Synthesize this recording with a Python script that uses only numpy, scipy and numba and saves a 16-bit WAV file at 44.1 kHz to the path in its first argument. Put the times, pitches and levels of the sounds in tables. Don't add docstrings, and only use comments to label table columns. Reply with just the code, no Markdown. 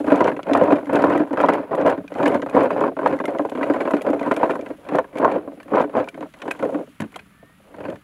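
import sys
import numpy as np
from scipy import signal
from scipy.fft import rfft, irfft
from scipy.io import wavfile
from scipy.ndimage import uniform_filter1d
from numba import njit

SR = 44100
rng = np.random.default_rng(int(sys.argv[2]) if len(sys.argv) > 2 else 0)


def master(y):
    cut = np.clip(np.atleast_2d(y).T, -1, 1)
    pcm = np.round(cut * 32767)
    wavfile.write(sys.argv[1], SR, pcm.astype(np.int16))


N = 354387


def undb(db):
    return 10 ** (np.asarray(db) / 20)

def poles(hz, t60):
    return np.exp(2j * np.pi * hz / SR - np.log(1000) / (np.clip(t60, .004, .5) * SR))

def swell(seconds):
    return np.exp(-1 / (np.clip(np.atleast_1d(seconds), 1e-5, 1) * SR))

@njit
def ring(start, pole, gain, rise):
    out = np.zeros(N)
    for blow in range(len(start)):
        for mode in range(pole.shape[1]):
            phasor, step, lag = gain[blow, mode], pole[blow, mode], 1.
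            end = min(N, start[blow] + int(-6 / np.log(abs(step))))
            for i in range(start[blow], end):
                out[i] += phasor.imag * (1 - lag) ** 2
                phasor *= step
                lag *= rise[mode]
    return out

def bursts(start_s, db, t60, rise_s):
    power = undb(2 * db)[:, None] * 1j
    decay = np.abs(poles(0, np.full((len(start_s), 1), t60 / 2))) + 0j
    return np.sqrt(ring((start_s * SR).astype(np.int64), decay, power, swell(rise_s)))

def coloured(spectrum):
    hz, db = np.transpose(spectrum)
    bin_hz = np.arange(N // 2 + 1) * SR / N + 1
    gain = undb(np.interp(np.log(bin_hz), np.log(hz), db))
    noise = irfft(rfft(rng.standard_normal(N)) * gain, N)
    return noise / noise.std()

def waver(rate_hz):
    span = int(SR / rate_hz)
    return uniform_filter1d(np.repeat(rng.standard_normal(N // span + 1), span), span)[:N]


# frequency_hz, density_db
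AIR_SPECTRUM = [(18, -47), (30, 6), (95, -3.5), (203, 8.5), (411, -36.5), (975, -45.5), (1140, -7),
                (1480, -11.5), (2310, -13.5), (5630, -32), (8560, -31.5), (10300, -26), (15600, -32)]

def air():
    whine_level = np.sqrt(2) * undb(-77.5 + 2.5 * waver(22))
    whine_hz = 9992 + 4.0 * waver(6)
    whine = whine_level * np.sin(2 * np.pi * np.cumsum(whine_hz) / SR)
    return coloured(AIR_SPECTRUM) * undb(-53.5 + .6 * waver(3.9)) + whine


# end_s, negative_length_s, final_hz, initial_hz, level_db
BIRD_CALL = (7.6, -0.3, 1920.5, 1700, -58)

def bird():
    end_s, negative_length_s, final_hz, initial_hz, db = BIRD_CALL
    remaining = np.clip((np.arange(N) / SR - end_s) / negative_length_s, 0, 1)
    pitch_hz = final_hz + (initial_hz - final_hz) * remaining
    return undb(db) * np.sin(np.pi * remaining) * np.sin(2 * np.pi * np.cumsum(pitch_hz) / SR)


# start_s, level_db
GROUND_CONTACTS = [(7.002, -20.5), (7.021, -22), (7.038, -37)]
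# pitch_hz, level_db, t60_s
BASE_MODES = [(109, -3.5, 0.049), (159, -3, 0.079), (218.5, 2, 0.13), (263, -18, 0.13)]

def set_down():
    start_s, db = np.transpose(GROUND_CONTACTS)
    hz, mode_db, t60 = np.transpose(BASE_MODES)
    gain = undb(db[:, None] + mode_db - 2.5) + 0j
    modes = np.tile(poles(hz, t60), (len(start_s), 1))
    return ring((start_s * SR).astype(np.int64), modes, gain, swell(0.095 / hz))


# pitch_hz, level_db, t60_s
BUCKET_MODES = [(90.5, -9.5, 0.068), (143, -17.5, 0.068), (183.7, -7, 0.079), (258.6, -8.5, 0.14),
                (291.3, 1.5, 0.11), (341.5, -8.5, 0.13), (417.9, -5, 0.098), (492.2, -6.5, 0.064),
                (545.7, -1, 0.056), (641, -2.5, 0.067), (764, 1, 0.03), (941, 3, 0.029),
                (1011.6, 1.5, 0.034), (1247, 4, 0.019), (1487, 2.5, 0.039), (1745, 1, 0.026),
                (2076, -3.5, 0.047), (2413, 0.5, 0.027), (2910, -8.5, 0.034), (3280, -23, 0.09),
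                (3940, -24.5, 0.11), (4620, -18.5, 0.023)]
BANDS_HZ = (180, 280, 550, 1050, 2200)
# frequency_hz, density_db
CRACK_SPECTRUM = [(1500, -0.5), (3000, 9.5), (5000, -6), (7000, -0.5), (8500, -4.5), (10000, 0),
                  (12500, -9), (15700, -23)]

def bucket_blows(start_s, band_db, spot_db, detune, rise_cycles, crack_db, sign_bias):
    hz, db, t60 = np.transpose(BUCKET_MODES)
    spot, side, load = rng.standard_normal((len(start_s), 3, len(hz))).transpose(1, 0, 2)
    drive_db = np.array([np.interp(np.log(hz), np.log(BANDS_HZ), row) for row in band_db])
    polarity = np.sign(side - sign_bias)
    gain = undb(drive_db + db + spot_db * spot) * polarity + 0j
    pitch_hz = hz * (1 + detune * (hz / 500) ** 0.39 * load)
    body = ring((start_s * SR).astype(np.int64), poles(pitch_hz, t60), gain, swell(rise_cycles / hz))
    crack = bursts(start_s, band_db[:, 4] + crack_db, t60=.025, rise_s=.0015)
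    return body + crack * coloured(CRACK_SPECTRUM)


# start_s, rise_s, hold_s, fall_s, level_db, floor_offset_db, contact_offset_db
LOAD_TOSSES = [(-.06, 0.029, 0.033, 0.054, -16, 1, -21), (0.0, 0.088, 0.21, 0.07, -7, -10, -16.5),
               (0.414, 0.074, 0.24, 0.22, -10, -11, -16), (0.869, 0.06, 0.25, 0.23, -11, -3.5, -11.5),
               (1.27, 0.096, 0.17, 0.23, -10.5, -6, -11), (1.674, 0.04, 0.13, 0.033, -11.5, -7.5, -17),
               (1.809, 0.056, 0.019, 0.13, 0, -16, -14.5), (2.079, .12, 0.16, .06, -7, -8, -17.5),
               (2.454, 0.098, 0.057, 0.27, -3.5, -9.5, -15.5), (2.661, 0.12, 0.091, 0.022, -11, -8, -15),
               (2.951, 0.091, 0.093, 0.12, -12.5, -5, -16), (3.189, 0.094, 0.13, 0.15, -15.5, -25, -22),
               (3.476, 0.13, 0.2, 0.16, -16.5, -7, -15), (3.836, .03, 0.12, 0.077, -31, -20, -4.5),
               (3.995, 0.066, 0.031, 0.26, -13.5, -5, -20.5), (4.146, 0.097, 0.21, 0.045, -19.5, -4, -9.5),
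               (4.389, 0.026, 0.021, 0.33, -10.5, -12, -17.5), (4.62, 0.043, 0.047, 0.039, -34.5, 3, -9),
               (4.793, 0.14, 0.034, 0.13, -12, -8, -14), (5.082, .12, .16, 0.1, -12, -6.5, -15),
               (5.4, 0.023, 0.089, 0.18, -31.5, -5, -27.5), (5.653, 0.093, 0.074, 0.063, -7, -8, -13.5),
               (5.889, 0.072, 0.041, 0.097, -7, -9, -16), (6.111, 0.11, 0.018, 0.031, -34, 7.5, -8.5),
               (6.353, 0.091, 0.063, 0.12, -37.5, -3, -5), (6.54, .09, 0.2, 0.014, -20, -8, -22),
               (6.994, 0.013, 0.024, .04, -42.5, 14.5, -6), (7.118, 0.031, 0.025, 0.029, -44, -2, -2),
               (7.637, 0.22, 0.066, 0.065, -25, -9, -16)]
LOAD_REST_DB = np.array([[-60], [-56], [-64]])

def load_motion(t):
    quiet_db, near_s = -48.5, 0.015
    power = 0
    for start, rise, hold, fall, db, floor_db, contact_db in LOAD_TOSSES:
        foot_db = quiet_db - db
        shape_db = np.interp(t, start + np.cumsum([0, rise, hold, fall]), [foot_db, 0, 0, foot_db])
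        toss_db = shape_db + db + np.array([[0], [floor_db], [contact_db]])
        power = power + undb(2 * toss_db) * (shape_db > foot_db)
    landing_s, landing_db = np.transpose(LANDINGS)[:2]
    gap_s, landing_power = t[:, None] - landing_s, undb(2 * landing_db)
    near = (landing_power * np.exp(-(gap_s / near_s) ** 2)).sum(axis=1)
    wide = (landing_power * np.exp(-(gap_s / (5 * near_s)) ** 2)).sum(axis=1) / 5
    dip_db = 1.04 * np.log10((near + .02 * wide + 1e-9) / (wide + 1e-9))
    return 10 * np.log10(power + undb(2 * LOAD_REST_DB)) - dip_db


# time_s, level_db
RUSTLE_LEVELS = [(0, -58), (.45, -64.5), (1, -62), (1.35, -64.5), (1.8, -78), (2.2, -58.5), (2.9, -64),
                 (3.4, -59.5), (4.4, -60), (4.8, -64.5), (5.4, -69), (6.1, -64), (6.6, -57.5), (7.15, -65),
                 (7.4, -67), (8.04, -62)]

def tumble(count=4500):
    when, size = rng.random((count, 2)).T
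    start_s = np.sort(when) * (N - 1) / SR
    strength = -np.log(1 - .96 * size)
    motion_db = load_motion(start_s)
    wall, floor, contact = motion_db + 3.12 * strength
    band_db = np.transpose([floor - 24, floor - 20, wall - 19, contact - 15, contact - 25])
    t = np.arange(N) / SR
    follow_db = .15 * (np.interp(t, start_s, motion_db[2]) + 25.5)
    rustle_db = np.interp(t, *np.transpose(RUSTLE_LEVELS)) + follow_db
    tick_s = start_s[::12]
    tick_db = np.interp(tick_s, t, rustle_db) + 3.5 + 5 * strength[:len(tick_s)]
    ticks = bursts(tick_s, tick_db, t60=.0098, rise_s=.001)
    flicker = undb(rustle_db + 2.2 * waver(57) + 2.3 * waver(170))
    rustle = (flicker + ticks) * coloured(CRACK_SPECTRUM)
    return rustle + bucket_blows(start_s, band_db, spot_db=3.5, detune=.038, rise_cycles=.16,
                                 crack_db=-10.5, sign_bias=.3)


# start_s, level_db, pitch_hz, ring_offset_db, treble_offset_db
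HARD_CONTACTS = [(0.0654, -39, 1910, 4, -11), (0.158, -33, 2000, 0, -10), (0.207, -26, 2020, 6, -27.5),
                 (0.2425, -25.5, 2030, -10, -27), (0.2724, -29, 2380, 0, -27), (0.3661, -46, 1940, 11, -24),
                 (0.431, -33, 2230, -3, -29), (0.534, -17.5, 1920, -2, -24), (0.5726, -31.5, 1830, 12, -7),
                 (0.636, -33, 1930, 3, -11), (0.7074, -37, 2530, 5, -26), (0.7224, -34, 1850, 3, -28),
                 (0.8565, -42, 2090, 4, -15), (0.9307, -35, 2570, -6, -2), (0.9557, -23.5, 1770, -11, -21),
                 (1.0211, -31, 1940, -2, -12), (1.0414, -30.5, 1780, 9, -18), (1.0974, -32, 1880, 5, -25),
                 (1.1762, -34, 1930, 12, -9), (1.3299, -39, 1860, 5, -8), (1.4114, -31.5, 2220, 1, -10.5),
                 (1.4604, -34, 1900, 7, -20), (1.4874, -28, 2030, 13, -17), (1.5354, -30, 2030, 5, -10),
                 (1.7504, -36.5, 1860, 7, -6), (1.8124, -36, 2000, 5, -18), (1.8624, -29, 1980, 3, -13),
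                 (1.8976, -27.5, 1780, 5, -14), (2.0785, -37.5, 2440, 5, -28), (2.14, -37.5, 2040, 2, -18),
                 (2.23, -29, 2420, 2, -26), (2.257, -24, 1724, 10.5, -22), (2.2784, -27, 2960, 5, -7),
                 (2.344, -31.5, 2080, 8, -13), (2.4184, -30.5, 1960, 3, -33), (2.4613, -46, 1760, 2, -8),
                 (2.4958, -34.5, 2480, 4, -12), (2.555, -39, 1790, 5, -10), (2.606, -37, 2120, 5, -22),
                 (2.6324, -38, 1800, 5, -3), (2.7077, -37, 1860, 3, -17), (2.7706, -51, 2440, 5, -13),
                 (2.8063, -32, 1890, 1, -15), (3.0609, -40, 1950, 10, -22.5), (3.0744, -33, 1870, 3, -11),
                 (3.1887, -38.5, 2000, 12, -17), (3.2545, -28, 2100, 8.5, -8.5),
                 (3.3853, -33.5, 2000, 4, -19), (3.4531, -42, 1750, 1, -11), (3.496, -33.5, 2550, -10, -8),
                 (3.5533, -43, 2000, 5, -17), (3.629, -41, 1980, 25, -22), (3.7364, -35, 1870, 10, -17),
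                 (3.8066, -43, 1970, 5, -25), (3.909, -33.5, 1960, 7, -5), (3.936, -38, 2310, 2, -16),
                 (3.9664, -38, 2070, 5, -17), (4.0178, -32, 1980, 0, -6), (4.0734, -59, 2340, 11, -10),
                 (4.1021, -38, 2020, 5, -7), (4.1948, -35, 2420, 6, -22), (4.2293, -40, 2000, 14, -12),
                 (4.3164, -33, 2040, 9, -9), (4.3405, -38, 2110, 5, -4), (4.364, -27.5, 2360, 2, -10),
                 (4.4333, -39, 1970, 5, -23), (4.5002, -35, 1780, 13, -19), (4.555, -40.5, 1920, 7, -5),
                 (4.6104, -36.5, 2360, 0, -20), (4.8878, -37, 2050, 1, -18), (4.954, -30.5, 1780, 6, -11),
                 (4.9854, -31.5, 1750, 15, -16), (5.1706, -40, 2260, 10, -11), (5.1836, -31, 2310, 0, -8.5),
                 (5.2475, -30.5, 1830, -2, -22), (5.3203, -38, 1840, 4, -20), (5.6296, -43, 1730, 4, -7),
                 (5.757, -35.5, 2190, 9, -21), (5.8132, -31.5, 2040, 0, -19.5), (5.969, -37, 1760, -1, -24),
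                 (5.9913, -41, 1810, -2, -20), (6.0422, -42, 2380, 5, -19), (6.0865, -28.5, 2340, 3, -14),
                 (6.208, -39.5, 1900, -3, -21), (6.338, -43, 1830, -4, -16), (6.4181, -28.5, 1800, 1, -25),
                 (6.4787, -43, 1770, 15, -11), (6.5112, -25, 2500, 10, -6), (6.5909, -42, 1950, 5, -6),
                 (6.6273, -40, 2080, 10, -15), (6.7441, -56, 1820, 2, -17), (7.004, -31, 1860, 0, -3.5),
                 (7.0194, -34, 1710, 8.5, -14), (7.1207, -50, 2190, -1, 0), (7.1595, -30.5, 3220, 0, -7),
                 (7.194, -45.5, 2480, 13, -17), (7.9004, -38, 1770, 0, -14), (7.957, -46, 1760, 5, -23)]

def clacks():
    start_s, db, hz, ring_db, treble_db = np.transpose(HARD_CONTACTS)
    pair = poles(hz[:, None] * np.array([1, .64]), t60=.0318)
    gain = undb((db + ring_db)[:, None] + np.array([0, -4.0])) + 0j
    tone = ring((start_s * SR).astype(np.int64), pair, gain, swell([.0004, .0005]))
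    crack = coloured(CRACK_SPECTRUM)
    low = signal.sosfiltfilt(signal.butter(3, 7000, fs=SR, output="sos"), crack)
    snap = bursts(start_s, db - 3.5, t60=.007, rise_s=.0006)
    tail = bursts(start_s, db - 5.0, t60=.03, rise_s=.00051)
    treble = bursts(start_s, db + treble_db, t60=.054, rise_s=.00033)
    return tone + (snap + tail) * low + treble * (crack - low)


# time_s, offset_db
THUD_LEVELS = [(0, -17.5), (1.2, -23), (2.5, -19), (3.0, -25), (4, -34), (5, -23.5), (5.8, -30),
               (6.8, -26.5), (7.0, -17), (8.04, -14.5)]
# start_s, level_db, floor_offset_db, wall_offset_db, contact_offset_db
LANDINGS = [(0.043, -13, -6, -21, -26), (0.07, -15.5, 0, -10, -26), (0.102, -12, -28, -9, -13),
            (0.119, -1.5, -7, -14, -19.5), (0.206, 0.5, -12, -10.5, -40), (0.278, -3.5, -30, -11, -18),
            (0.317, -12, -8, -17, -19), (0.342, -19, -9, -14, -28), (0.365, -20.5, -3, -12, -13),
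            (0.392, -17, -23, -8, -22), (0.43, -31, -2, -11, -3), (0.468, -13, -10, -14.5, -24),
            (0.495, -19, -10, -12, -22), (0.511, -7.5, -1, -13, -24), (0.55, -2.5, -16, -5, -19),
            (0.612, 2, -18, -17.5, -30.5), (0.635, -6.5, -13.5, -16, -30), (0.682, -7, -14, -13, -46),
            (0.706, -2.5, -11, -17, -25), (0.721, -5, -5, -7, -16.5), (0.756, -9, -15, -26, -18.5),
            (0.784, -13.5, -18, -16, -24), (0.828, -22.5, 0, -17, -26), (0.869, -19, 1, -11, -21),
            (0.894, -10.5, -6.5, -9, -22.5), (0.927, -5.5, -14, -35, -34), (0.947, -4, -9, -25, -25),
            (0.961, -4, -20, -11, -19), (1.039, 1, -13.5, -12, -29), (1.081, -4, -15, -16, -32),
            (1.103, -3.5, -15, -11.5, -23.5), (1.152, -3.5, -7.5, -19, -28), (1.202, -8, 0, -12, -32),
            (1.226, -18, -7.5, -23, -41), (1.308, -14.5, -4, -12, -30), (1.331, -11, -6, -12, -20),
            (1.372, -14, -8.5, -23, -32), (1.402, -2, -28, -9, -21), (1.437, -0.5, -15, -7.5, -43),
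            (1.486, -0.5, -16, -7.5, -18), (1.531, -7.5, -15, -33, -19), (1.588, -15, -10, -26, -25),
            (1.71, -13.5, -6, -20, -28), (1.731, -7, -19, -11, -34), (1.782, -12.5, -15, -27, -36),
            (1.821, -9, -19, -15, -27), (1.849, -3.5, -8, -21, -50), (1.862, 0, -28, -13, -29),
            (1.925, -11, -10.5, -12, -21), (1.977, -15.5, -7, -17, -22), (2.003, -21.5, -24, -23, -34),
            (2.041, -31, -4, -12, -23), (2.103, -26, -12, -13, -25), (2.119, -19.5, -10, -17, -19),
            (2.152, -16.5, -11, -18, -20), (2.183, -13.5, -21, -27, -18), (2.199, -8, -5, -8, -25),
            (2.26, -2, -11, -17.5, -13.5), (2.346, -4.5, -12, -14, -23), (2.395, -17, -7, -15, -25),
            (2.424, -12, -5.5, -10, -21), (2.462, -15, -18, -6.5, -22), (2.488, -20.5, -6, -8, -21),
            (2.546, -6.5, -6, -14, -47), (2.566, -1.5, -11, -7.5, -50), (2.631, -7, -22, -18, -29),
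            (2.656, -10.5, -11, -11, -20), (2.705, -8.5, -16, -11, -18), (2.729, -11.5, -15, -24, -21),
            (2.786, -19, -15, -22, -36), (2.797, -9, -19, -23, -48), (2.812, -7, -12, -7, -29),
            (2.838, -7, -10, -6, -25), (2.879, -11, -8.5, -9.5, -23), (2.917, -21, -8, -15, -38),
            (2.967, -16, -7, -11, -24), (2.989, -10, -10.5, -10.5, -22), (3.014, -17.5, -11, -7, -24),
            (3.031, -12, -12.5, -15, -26), (3.06, -4, -37, -5, -19), (3.126, -8.5, -10, -16, -20),
            (3.201, -10.5, -4.5, -11.5, -20), (3.239, -12.5, -6.5, -14, -20), (3.28, -13, -5.5, -11, -15),
            (3.334, -15.5, -8, -31, -28), (3.349, -11, -4.5, -15, -30), (3.394, -5.5, -13, -12.5, -31),
            (3.45, -10.5, -12, -14.5, -26), (3.488, -22, -18, -14, -18), (3.518, -15, -9, -14, -25),
            (3.551, -17, 0, -11, -16), (3.574, -13, -7, -14, -22), (3.611, -14, -3, -8, -22),
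            (3.631, -9.5, -24, -12, -14), (3.699, -3, -6.5, -13.5, -24.5), (3.742, -7.5, -12, -12, -24),
            (3.761, -9, -17, -16, -24), (3.805, -6, -10, -14.5, -17), (3.853, -10.5, -6, -14, -21),
            (3.875, -7, -13, -12.5, -21.5), (3.907, -9.5, -16, -11, -27), (3.936, -4.5, -4, -13, -20),
            (3.967, -12, -7, -20, -17), (4.01, -14.5, -29, -22, -18), (4.049, -14.5, -12, -13, -28),
            (4.065, -5, -12, -14.5, -24.5), (4.088, -5.5, -5, -18, -25), (4.131, -5, -14, -17.5, -23),
            (4.159, -19, -11, -16, -28), (4.193, -22, -18, -15, -15), (4.212, -13, -6.5, -15, -23),
            (4.262, -11, -4, -5.5, -24), (4.312, -4, -5, -9, -16), (4.368, -11, -11, -17, -24),
            (4.4, -14, -16, -18, -29), (4.431, -1.5, -7.5, -11.5, -22.5), (4.495, -9.5, -4, -12, -22),
            (4.507, -3.5, -22, -26, -18.5), (4.533, -16, -9, -12, -22), (4.554, -14.5, -7, -5.5, -25),
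            (4.591, -15.5, -12, -21, -23), (4.624, -18, -17, -23, -28), (4.661, -26.5, -10, -10, -5.5),
            (4.703, -15, -13.5, -18, -23), (4.783, -32.5, -8, -27, -32), (4.851, -36, -13, -14, -4),
            (4.889, -18.5, -8, -7, -15), (4.921, -8, -12, -26, -33), (4.949, -3.5, -13.5, -9, -37),
            (4.985, -4, -27, -7.5, -23.5), (5.043, -28.5, -21, -5, -17), (5.129, -27.5, -15, -25, -16),
            (5.155, -18.5, -3, -13, -16), (5.175, -16, -5.5, -17, -13.5), (5.198, -9, -8, -16, -36),
            (5.228, 1, -26, -13.5, -41), (5.247, 0.5, -23, -5.5, -37), (5.278, -6, -22, -10, -33),
            (5.314, -10, -12, -29, -17), (5.345, -15, -2, -27, -28), (5.36, -4, -17, -28, -34),
            (5.459, -29.5, -19, -29, -39), (5.476, -20, -8, -14, -28), (5.518, -29.5, -2, -18, -19),
            (5.574, -34.5, 6, -20, -18), (5.601, -30, -20, -10, -5), (5.658, -34, 2, -22, -22),
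            (5.681, -31, -7, -11, -12), (5.719, -8.5, -8, -20, -47), (5.737, -6.5, -4, -5.5, -34),
            (5.769, -5.5, -52, -4, -27), (5.839, -13, -6, -14, -22), (5.876, -21.5, -5, -21, -35),
            (5.895, -26.5, -15, -15, -13), (5.939, -15.5, -8, -14, -31), (5.951, -9.5, -12, -11, -47),
            (6.001, -8, -26, -18, -21.5), (6.075, -23, -25, -7, -19), (6.144, -33.5, -3, -8, -3),
            (6.176, -21, -11, -18, -24), (6.208, -17.5, -10, -20, -25), (6.226, -19, -17, -11, -17),
            (6.257, -26.5, -20, -11, -28), (6.339, -35.5, -10, -12, -2), (6.402, -36, -15, -17, -6),
            (6.419, -24.5, -20, -7, -4), (6.434, -21.5, -13, -20, -30), (6.455, -14, -12, -19, -30),
            (6.479, -16, -2.5, -10, -14), (6.508, -17, -18, -9, -5), (6.549, -29, -9, -12, -13),
            (6.595, -22.5, -3, -5, -11), (6.626, -5, -11.5, -14, -25.5), (6.65, -8.5, -12, -19, -25),
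            (6.691, -19.5, -29, -8, -38), (6.723, -14, -13, -20, -40), (6.745, -13.5, -3.5, -12, -20),
            (6.789, -15, -7, -24, -31), (6.874, -35, -1, -17.5, -16), (7.001, -21, -15, -11, -6.5),
            (7.02, -25, -10, -10, -14), (7.038, -26.5, -12, -10, -13), (7.12, -56, -14, -9, -9),
            (7.142, -38.5, -8, -21, 4), (7.158, -27, -15, -1, -11), (7.191, -38, -17, -6, 3),
            (7.22, -45, -15, -12, -9), (7.427, -36, -11.5, -12, -30), (7.493, -45.5, -11, -10, -19),
            (7.599, -41, -17, -19, -16), (7.742, -28.5, -9, -10, -13), (7.769, -27.5, -7, -26, -22),
            (7.784, -24, -18, -20, -19), (7.804, -21.5, -12, -14, -15.5), (7.839, -26, -15, -16, -12),
            (7.852, -17, -14, -7, -16), (7.883, -15.5, -5, -26, -20), (7.925, -18, -15, -25, -25),
            (7.956, -32.5, -9, -13, -9)]

def knocks():
    start_s, db, floor, wall, contact = np.transpose(LANDINGS)
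    chance = rng.random((len(start_s), 6))
    thud = np.interp(start_s, *np.transpose(THUD_LEVELS)) - .32 * (db + 9) + 4 * (2 * chance[:, 5] - 1)
    band_db = np.transpose([db + thud + 4.5, db + floor - 6, db - 11, db + wall - 7.5, db + contact - 10])
    stagger = np.array([0, .4, .9, 1.6, 2.4]) + np.array([0, .3, .4, .6, .8]) * chance[:, :5]
    delay_s = stagger * .006 * undb(0.2464 * db)[:, None]
    ball_s = np.minimum(start_s[:, None] + delay_s, (N - 1) / SR)
    ball_db = band_db[:, None] + np.array([4.5, -3.0, -3.5, -4.5, -7.5])[:, None]
    return bucket_blows(ball_s.ravel(), ball_db.reshape(-1, 5), spot_db=2.5, detune=.033,
                        rise_cycles=.38, crack_db=-11, sign_bias=1.1)


def scene():
    impacts = knocks() + tumble() + clacks() + set_down()
    bucket = signal.sosfilt(signal.butter(4, 100, "high", fs=SR, output="sos"), impacts)
    return (bucket + air() + bird())[None]

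def record(dry):
    thin = signal.sosfilt(signal.butter(3, 50, "high", fs=SR, output="sos"), dry)
    rounded = thin / (1 + np.abs(thin / .97) ** 6) ** (1 / 6)
    return signal.sosfilt(signal.ellip(12, .2, 80, 15750, fs=SR, output="sos"), rounded)


dry = scene()
out = record(dry)
master(out)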